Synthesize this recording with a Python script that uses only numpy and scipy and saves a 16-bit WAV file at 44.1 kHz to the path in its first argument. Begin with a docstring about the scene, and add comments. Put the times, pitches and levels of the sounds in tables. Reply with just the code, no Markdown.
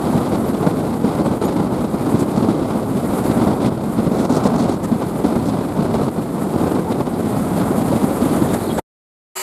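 """Wind and steam from a train window

Behind a running steam locomotive, the rushing air buffets a microphone held out of a carriage window.
Steam hisses from the cylinders in time with the exhaust beat, and the wheels and rods squeak and clank.
The ride breaks off. After a short silence a steady jet of steam starts, with a whistle note in it."""
import sys
import numpy as np
from scipy import signal
from scipy.fft import irfft, next_fast_len
from scipy.io import wavfile
from scipy.ndimage import uniform_filter1d

SR = 44100
rng = np.random.default_rng(int(sys.argv[2]) if len(sys.argv) > 2 else 0)


def bounce(signal):
    """Save signal as a 16-bit WAV file at the path given by the first command-line argument."""
    frames = np.transpose(np.atleast_2d(signal))
    limited = np.clip(frames, -1, 1)
    pcm = np.round(limited * 32767).astype(np.int16)
    wavfile.write(sys.argv[1], SR, pcm)


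N = 415422
TIME, FREQ = np.arange(N) / SR, np.fft.rfftfreq(2 * next_fast_len(N // 2 + 1), 1 / SR)

# How strong each noise is from low to high pitch: (frequency [Hz], relative level [dB])
WIND_COLOUR = [(20, -28), (50, -17.5), (100, -6), (180, -0.5), (230, 1.5), (320, -3), (480, -9), (800, -14),
               (1300, -22.5), (1550, -29), (1780, -44), (2150, -41.5), (2800, -51.5), (5000, -59)]  # the wind's deep rush
FIZZ_COLOUR = [(1000, -11.5), (2000, 4.5), (2800, -1), (3700, 2.5), (4700, 0), (6000, -8), (8000, -5),
               (10000, -6), (12500, -18.5), (16000, -36)]  # its finest swirls
RASP_COLOUR = [(2000, -19.5), (4000, 4), (5500, 1), (8000, 0.5), (10000, -4.5), (13000, -10),
               (16000, -25.5)]  # air tearing past the microphone
CYLINDER_COLOUR = [(1200, 9), (2000, 4), (2900, -4.5), (4000, -8.5), (5900, -9.5), (7200, -1.5),
                   (8700, 2.5), (10300, 2), (11900, 4), (13000, -3.5), (14300, -7.5), (15700, -19.5)]  # steam leaving the cylinders
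CLANK_BODY_COLOUR = [(200, -5.5), (400, 9), (900, 3), (1400, -5), (1900, -7), (2600, -21), (4000, -17),
                     (6000, -31)]  # the low part of a clank
CLANK_RATTLE_COLOUR = [(1500, -6.5), (3500, -11), (5800, -7), (7600, 2), (9500, -1.5), (12000, -4),
                       (16000, -31)]  # the bright part of a clank
JET_COLOUR = [(80, -13.5), (250, -11), (1000, 2.5), (1600, -4), (2300, 1.5), (3500, -12), (4500, -3.5),
              (5900, -12), (7400, 2.5), (9000, -6), (11700, -4), (13500, -10), (16000, -24)]  # the steady jet of steam

# One spell of low drumming: (start [s], length [s], pitch [Hz], band width [Hz], level [dB])
DRUMMING = (7.5, 0.4, 185, 50, -23.5)
# Brief pitched swells in the wind's rush: (start [s], length [s], pitch [Hz], level [dB])
WIND_RINGS = [(6.867, 0.051, 880, -26.5), (7.914, 0.034, 560, -16.5)]
# Steel rubbing on steel: (start [s], length [s], pitch [Hz], level [dB], wobble [share of pitch])
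SQUEAKS = [(.45, .07, 11600, -41, .025), (1.245, 0.041, 8100, -43, .012), (1.418, 0.045, 8980, -42, .012),
           (1.43, 0.055, 6810, -42.5, .015), (1.44, .035, 11520, -39, 0.013), (2.195, .05, 7720, -44, .008),
           (8.15, 0.42, 3240, -50, 0.047), (8.33, 0.2, 6900, -51.5, .02), (8.48, .05, 3620, -43, .015),
           (8.558, 0.23, 3970, -43.5, .07), (8.693, 0.037, 3280, -37, .002),
           (8.71, 0.091, 7900, -43, 0.025)]
# Loose parts clanking: (start [s], length [s], body level [dB], rattle level [dB])
CLANKS = [(2.186, 0.035, -40, -35), (4.828, 0.037, -26.5, -36), (8.353, 0.023, -30.5, -39),
          (8.531, 0.023, -19, -31), (8.772, 0.032, -17.5, -35)]
# Slow changes in the steam escaping at the cylinders: (time [s], relative level [dB])
CYLINDER_FLOW = [(0, -42), (.5, -43.5), (1.75, -47), (2.17, -41.5), (2.55, -48.5), (3.08, -40.5),
                 (3.17, -37.5), (3.36, -38.5), (3.5, -45), (3.8, -49.5), (3.9, -43), (4.7, -50), (5.1, -43),
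                 (5.95, -47), (6.6, -41.5), (7.08, -46), (7.35, -39.5), (8.45, -36), (8.76, -39)]
# How wide the jet sounds: (frequency [Hz], side level over middle level [dB])
JET_WIDTH = [(200, -10), (500, -14), (1200, -3), (2400, -8), (4400, -6), (7000, -7), (9000, 0), (12000, -1),
             (15000, 2)]
# The whistle's tones, plus faint narrow peaks in the jet's high hiss: (pitch [Hz], level [dB])
JET_TONES = [(376.8, -35.5), (660, -43), (942.1, -42.5), (1264, -41), (1830, -47), (2250, -42), (2449, -52),
             (2702, -50), (2929, -42), (4549, -45), (7005, -43), (7504, -39), (11816, -41)]
# Big swirls of air hitting the microphone: (start [s], relative level [dB], rush over thump [dB])
EDDIES = [(0.15, -4, -21), (0.663, -2, -4.5), (1.041, -3, -10), (1.195, -5.5, -8), (1.258, -7, -3),
          (1.439, -7.5, -19.5), (1.597, -8, -5), (1.936, -6.5, -11), (2.139, -0.5, -14.5),
          (2.371, -3.5, -10), (2.484, -2.5, -7.5), (2.951, -6, -18), (3.295, -6.5, -15.5),
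          (3.413, -6, -3.5), (3.469, -6.5, -1), (3.984, 0, -27.5), (4.065, -2, -10), (4.294, -4.5, -13.5),
          (4.451, -0.5, -4.5), (4.914, -1, -11.5), (5.241, -6, -3.5), (5.354, -2, -8), (5.787, -5, -11),
          (5.937, -11.5, 2.5), (7.003, -8.5, -4), (7.07, -10, -10), (7.899, -3.5, -21),
          (7.926, -2.5, -10.5), (8.418, -1.5, -12)]
# Slow changes in the airflow at the window: (time [s], relative level [dB])
AIRFLOW = [(0.0, 1.55), (1.7, 1.2), (2.4, 0.6), (3.0, 0.2), (3.15, 2), (3.55, 2), (3.76, -1.5), (4.4, 1.1),
           (4.82, -2.5), (5.15, -0.5), (6.2, 0.5), (6.6, -0.3), (7.22, 0), (7.35, 2), (8.1, 2.3),
           (8.76, 0.2)]
# Gusts on top of that flow: (start [s], length [s], change in flow [dB], extra roar [dB])
GUSTS = [(0.018, 0.27, 1.5, 0), (0.625, .07, 0.5, 3), (1.03, 0.31, 1, 0), (1.411, 0.091, 3.5, -2),
         (2.05, 0.19, 2.5, -0.5), (2.36, 0.27, 2.5, -1.5), (2.67, .13, 2, 0), (3.237, 0.3, 1.5, 0.5),
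         (3.602, 0.095, 5.5, -3), (3.976, 0.034, 3, 0), (4.114, .15, 2.5, 1.5), (4.287, .23, 2.5, 2.5),
         (4.519, .23, 4.5, 0), (5.01, 0.033, 4.5, -.5), (5.24, 0.13, 2, 1), (5.413, 0.22, 2.3, -1),
         (5.771, 0.056, 2.5, -0.5), (5.905, 0.19, 2.5, -.5), (6.537, 0.28, 2, 1), (6.889, 0.042, 3.5, -0.5),
         (6.982, 0.028, 3.5, 0), (7.541, 0.24, 0, 2), (8.206, .368, 2, 0)]
# Lulls, when the flow lets go of the microphone: (start [s], length [s], change in flow [dB])
LULLS = [(0.973, 0.061, -3), (1.374, 0.04, -3.5), (1.868, 0.062, -2.5), (2.9, 0.07, -2), (4.266, .03, -3),
         (6.093, .068, -3), (6.228, 0.12, -3), (7.022, 0.036, -2.5)]
# Moments when the wind tears past with a bright rasp: (start [s], length [s], level [dB])
RASPS = [(2.36, 0.037, -43), (2.483, 0.055, -66), (4.114, 0.17, -42.5), (4.293, 0.11, -36),
         (4.433, 0.046, -34), (4.552, 0.096, -39), (4.655, 0.11, -43.5), (5.247, 0.043, -45),
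         (5.45, 0.052, -41), (5.932, 0.031, -45), (6.037, .03, -46)]


def gain_of(db):
    """Turns decibels into a number to multiply a sound by."""
    return 10 ** (np.asarray(db) / 20)


def evened(x):
    """Scales a signal so that its average size (rms) is 1."""
    return x / np.sqrt(np.mean(x ** 2) + 1e-20)


def colour(points):
    """Turns a colour table into a gain for every frequency."""
    hz, db = np.transpose(points)
    return gain_of(np.interp(np.log(FREQ + 1), np.log(hz + 1), db))


def curve(points):
    """Joins (time, level) points with straight lines."""
    times, levels = np.transpose(points)
    return np.interp(TIME, times, levels)


def noise(gains):
    """Noise of size 1, shaped by a gain for every frequency."""
    real, imaginary = rng.standard_normal((2, len(FREQ)))
    return evened(irfft(gains * (real + 1j * imaginary))[:N])


def flutter(slow_hz, fast_hz):
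    """Random wavering of size 1 between two rates, stronger at the slow end."""
    return noise((FREQ > slow_hz) / np.sqrt(FREQ + 1) / (1 + (FREQ / fast_hz) ** 4))


def add(mix, start, sound):
    """Mixes a sound in at a start time in seconds."""
    part = mix[max(round(start * SR), 0):][:len(sound)]
    part += sound[:len(part)]


def swell(start, length, roundness=1):
    """A rise to 1 and a fall back to 0; less roundness gives a flatter top."""
    progress, out = np.linspace(0, 1, round(length * SR)), np.zeros(N)
    add(out, start, (4 * progress * (1 - progress)) ** roundness)
    return out


def tone(cycles):
    """A pure tone of size 1, from a running count of its cycles."""
    return np.sqrt(2) * np.sin(2 * np.pi * cycles)


def drumming():
    """The wind beside the carriage briefly drums around one low pitch."""
    start, length, hz, width_hz, db = DRUMMING
    resonance = 1 / (1 + (2 * (FREQ - hz) / width_hz) ** 2)
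    return gain_of(db) * swell(start, length, roundness=.6) * noise(resonance)


def wind_rings(wobble=0.016):
    """Brief swells in the wind's rush, each with a wavering pitch."""
    drift = np.cumsum(flutter(20, 200)) / SR
    return sum(gain_of(db) * swell(start, length, roundness=2.5) * tone(hz * (TIME + wobble * drift))
               for start, length, hz, db in WIND_RINGS)


def running_gear(grit_db=4):
    """Steel sticks and slips in unsteady squeaks; loose parts clank and rattle."""
    out = np.zeros(N)
    drift = np.cumsum(flutter(12, 284)) / SR
    grit = evened(gain_of(grit_db * flutter(60, 600)))
    for start, length, hz, db, wobble in SQUEAKS:
        out += gain_of(db) * grit * swell(start, length) * tone(hz * (TIME + wobble * drift))
    body, rattle = noise(colour(CLANK_BODY_COLOUR)), noise(colour(CLANK_RATTLE_COLOUR))
    for start, length, body_db, rattle_db in CLANKS:
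        out += swell(start, length) * (gain_of(body_db) * body + gain_of(rattle_db) * rattle)
    return out


def cylinders(beat_hz=10.51, slowing_hz_per_s=.015, first_beat_s=.022,
              beat_db=1.96, flicker_db=1.07, boost_db=3):
    """Steam hiss swells with every stroke of the pistons as the engine slowly loses speed."""
    strokes = np.cumsum(beat_hz - slowing_hz_per_s * TIME) / SR - beat_hz * first_beat_s
    pulsing = evened(gain_of(beat_db * np.cos(2 * np.pi * strokes) + flicker_db * flutter(2.7, 60)))
    return noise(colour(CYLINDER_COLOUR)) * pulsing * gain_of(curve(CYLINDER_FLOW) + boost_db)


def steam_jet(start_s=9.353, rise_s=0.014, hiss_db=-27):
    """Escaping steam makes a wide, steady hiss with a whistle and a few faint high peaks in it."""
    middle_colour = colour(JET_COLOUR)
    side_colour = middle_colour * colour(JET_WIDTH)
    middle = noise(middle_colour)
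    side = noise(side_colour) * np.linalg.norm(side_colour) / np.linalg.norm(middle_colour)
    hiss = gain_of(hiss_db) * np.array([middle + side, middle - side])  # left ear, right ear
    tones = sum(gain_of(db) * tone(hz * TIME + rng.random()) for hz, db in JET_TONES)
    return (hiss + tones) * np.clip((TIME - start_s) / rise_s, 0, 1)


def wind_bands(split_hz=420):
    """Shares the wind's colour between large swirls (low sound) and small ones (higher sound)."""
    wind = colour(WIND_COLOUR)
    small_share = 1 / (1 + (split_hz / (FREQ + 1)) ** 6)
    return wind * np.sqrt(1 - small_share), wind * np.sqrt(small_share)


def eddies(rise_s=0.0059, trim_db=-8, thump_hz=225, thump_width_hz=130, fizz_db=-21):
    """Each big swirl is a quick push of air that drains away: a low thump and a fizzy rush."""
    t, out = np.arange(0, .06, 1 / SR), np.zeros(N)
    push = t / rise_s * np.exp(1 - t / rise_s)
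    push_size = np.sqrt(np.mean(push ** 2))
    large, small = wind_bands()
    low = noise(large / np.hypot(1, 2 * (FREQ - thump_hz) / thump_width_hz))
    high = noise(small) + gain_of(fizz_db) * noise(colour(FIZZ_COLOUR))
    for start, db, rush_db in EDDIES:
        thump, rush = (evened(band[round(start * SR):][:len(t)] * push) for band in (low, high))
        add(out, start, gain_of(db + trim_db) * push_size * (thump + gain_of(rush_db) * rush))
    return out


def jolts(per_s=110, drain_s=0.011):
    """Random jolts in the wind that strike at once and drain away, scaled to size 1."""
    hits = (rng.random(N) < per_s / SR) * 1.
    softened = uniform_filter1d(hits, size=60)
    draining = signal.lfilter([1], [1, -np.exp(-1 / (drain_s * SR))], softened)
    return evened(draining - draining.mean())


def airflow(roundness=0.1):
    """The flow's strength and extra roar in dB; gusts and lulls start fast, hold and end fast."""
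    flow_db = curve(AIRFLOW) + sum(db * swell(start, length, roundness) for start, length, db in LULLS)
    extra_roar_db = np.zeros(N)
    for start, length, db, roar_db in GUSTS:
        gust = swell(start, length, roundness)
        flow_db += db * gust
        extra_roar_db += roar_db * gust
    return flow_db, extra_roar_db


def slipstream(buffet_db=-21, roar_db=-26, fizz_db=-45):
    """Air rushing past the train shakes swirls of all sizes together; the finest surge and crackle."""
    large, small = wind_bands()
    flow_db, extra_roar_db = airflow()
    shake = evened(flutter(12, 77) + 0.84 * jolts())
    crackle, surge = flutter(70, 500), flutter(2.1, 16)
    # Each multiplier sets how many dB that wavering moves the layer.
    buffet = noise(large) * evened(gain_of(1.5 * shake))
    roar = noise(small) * evened(gain_of(1.41 * shake + 0.54 * crackle))
    fizz = noise(colour(FIZZ_COLOUR)) * evened(gain_of(2 * shake + 0.54 * crackle + 1.13 * surge))
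    rasp = noise(colour(RASP_COLOUR)) * evened(gain_of(2.5 * (shake + crackle)))
    tearing = sum(gain_of(db) * swell(start, length, roundness=0.376) for start, length, db in RASPS)
    # Roar and fizz grow faster than the buffeting, so a stronger flow sounds brighter.
    return (buffet * gain_of(flow_db + buffet_db)
            + roar * gain_of(1.25 * flow_db + extra_roar_db + roar_db)
            + fizz * gain_of(1.33 * flow_db + fizz_db)
            + rasp * tearing)


def scene(ride_ends_s=8.795, fade_s=0.0038):
    """The ride, alike in both ears; a sudden stop to silence; then the wide jet."""
    ride = slipstream() + drumming() + eddies() + cylinders() + running_gear() + wind_rings()
    cut_off = np.exp(-np.maximum(TIME - ride_ends_s, 0) / fade_s)
    return ride * cut_off + steam_jet()


def record(dry, low_cut_hz=30, high_cut_hz=14800, top_edge_hz=15720, ceiling=.92):
    """The microphone loses the deepest rumble and highest hiss, and softly overloads on big thumps."""
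    band = signal.butter(2, [low_cut_hz, high_cut_hz], "bandpass", fs=SR, output="sos")
    filtered = signal.sosfilt(band, dry)
    squashed = filtered / (1 + (filtered / ceiling) ** 6) ** (1 / 6)
    steep_treble_cut = signal.firwin(1023, top_edge_hz, window=("kaiser", 9), fs=SR)
    return signal.oaconvolve(squashed, steep_treble_cut[None], "same")


dry = scene()
out = record(dry)
bounce(out)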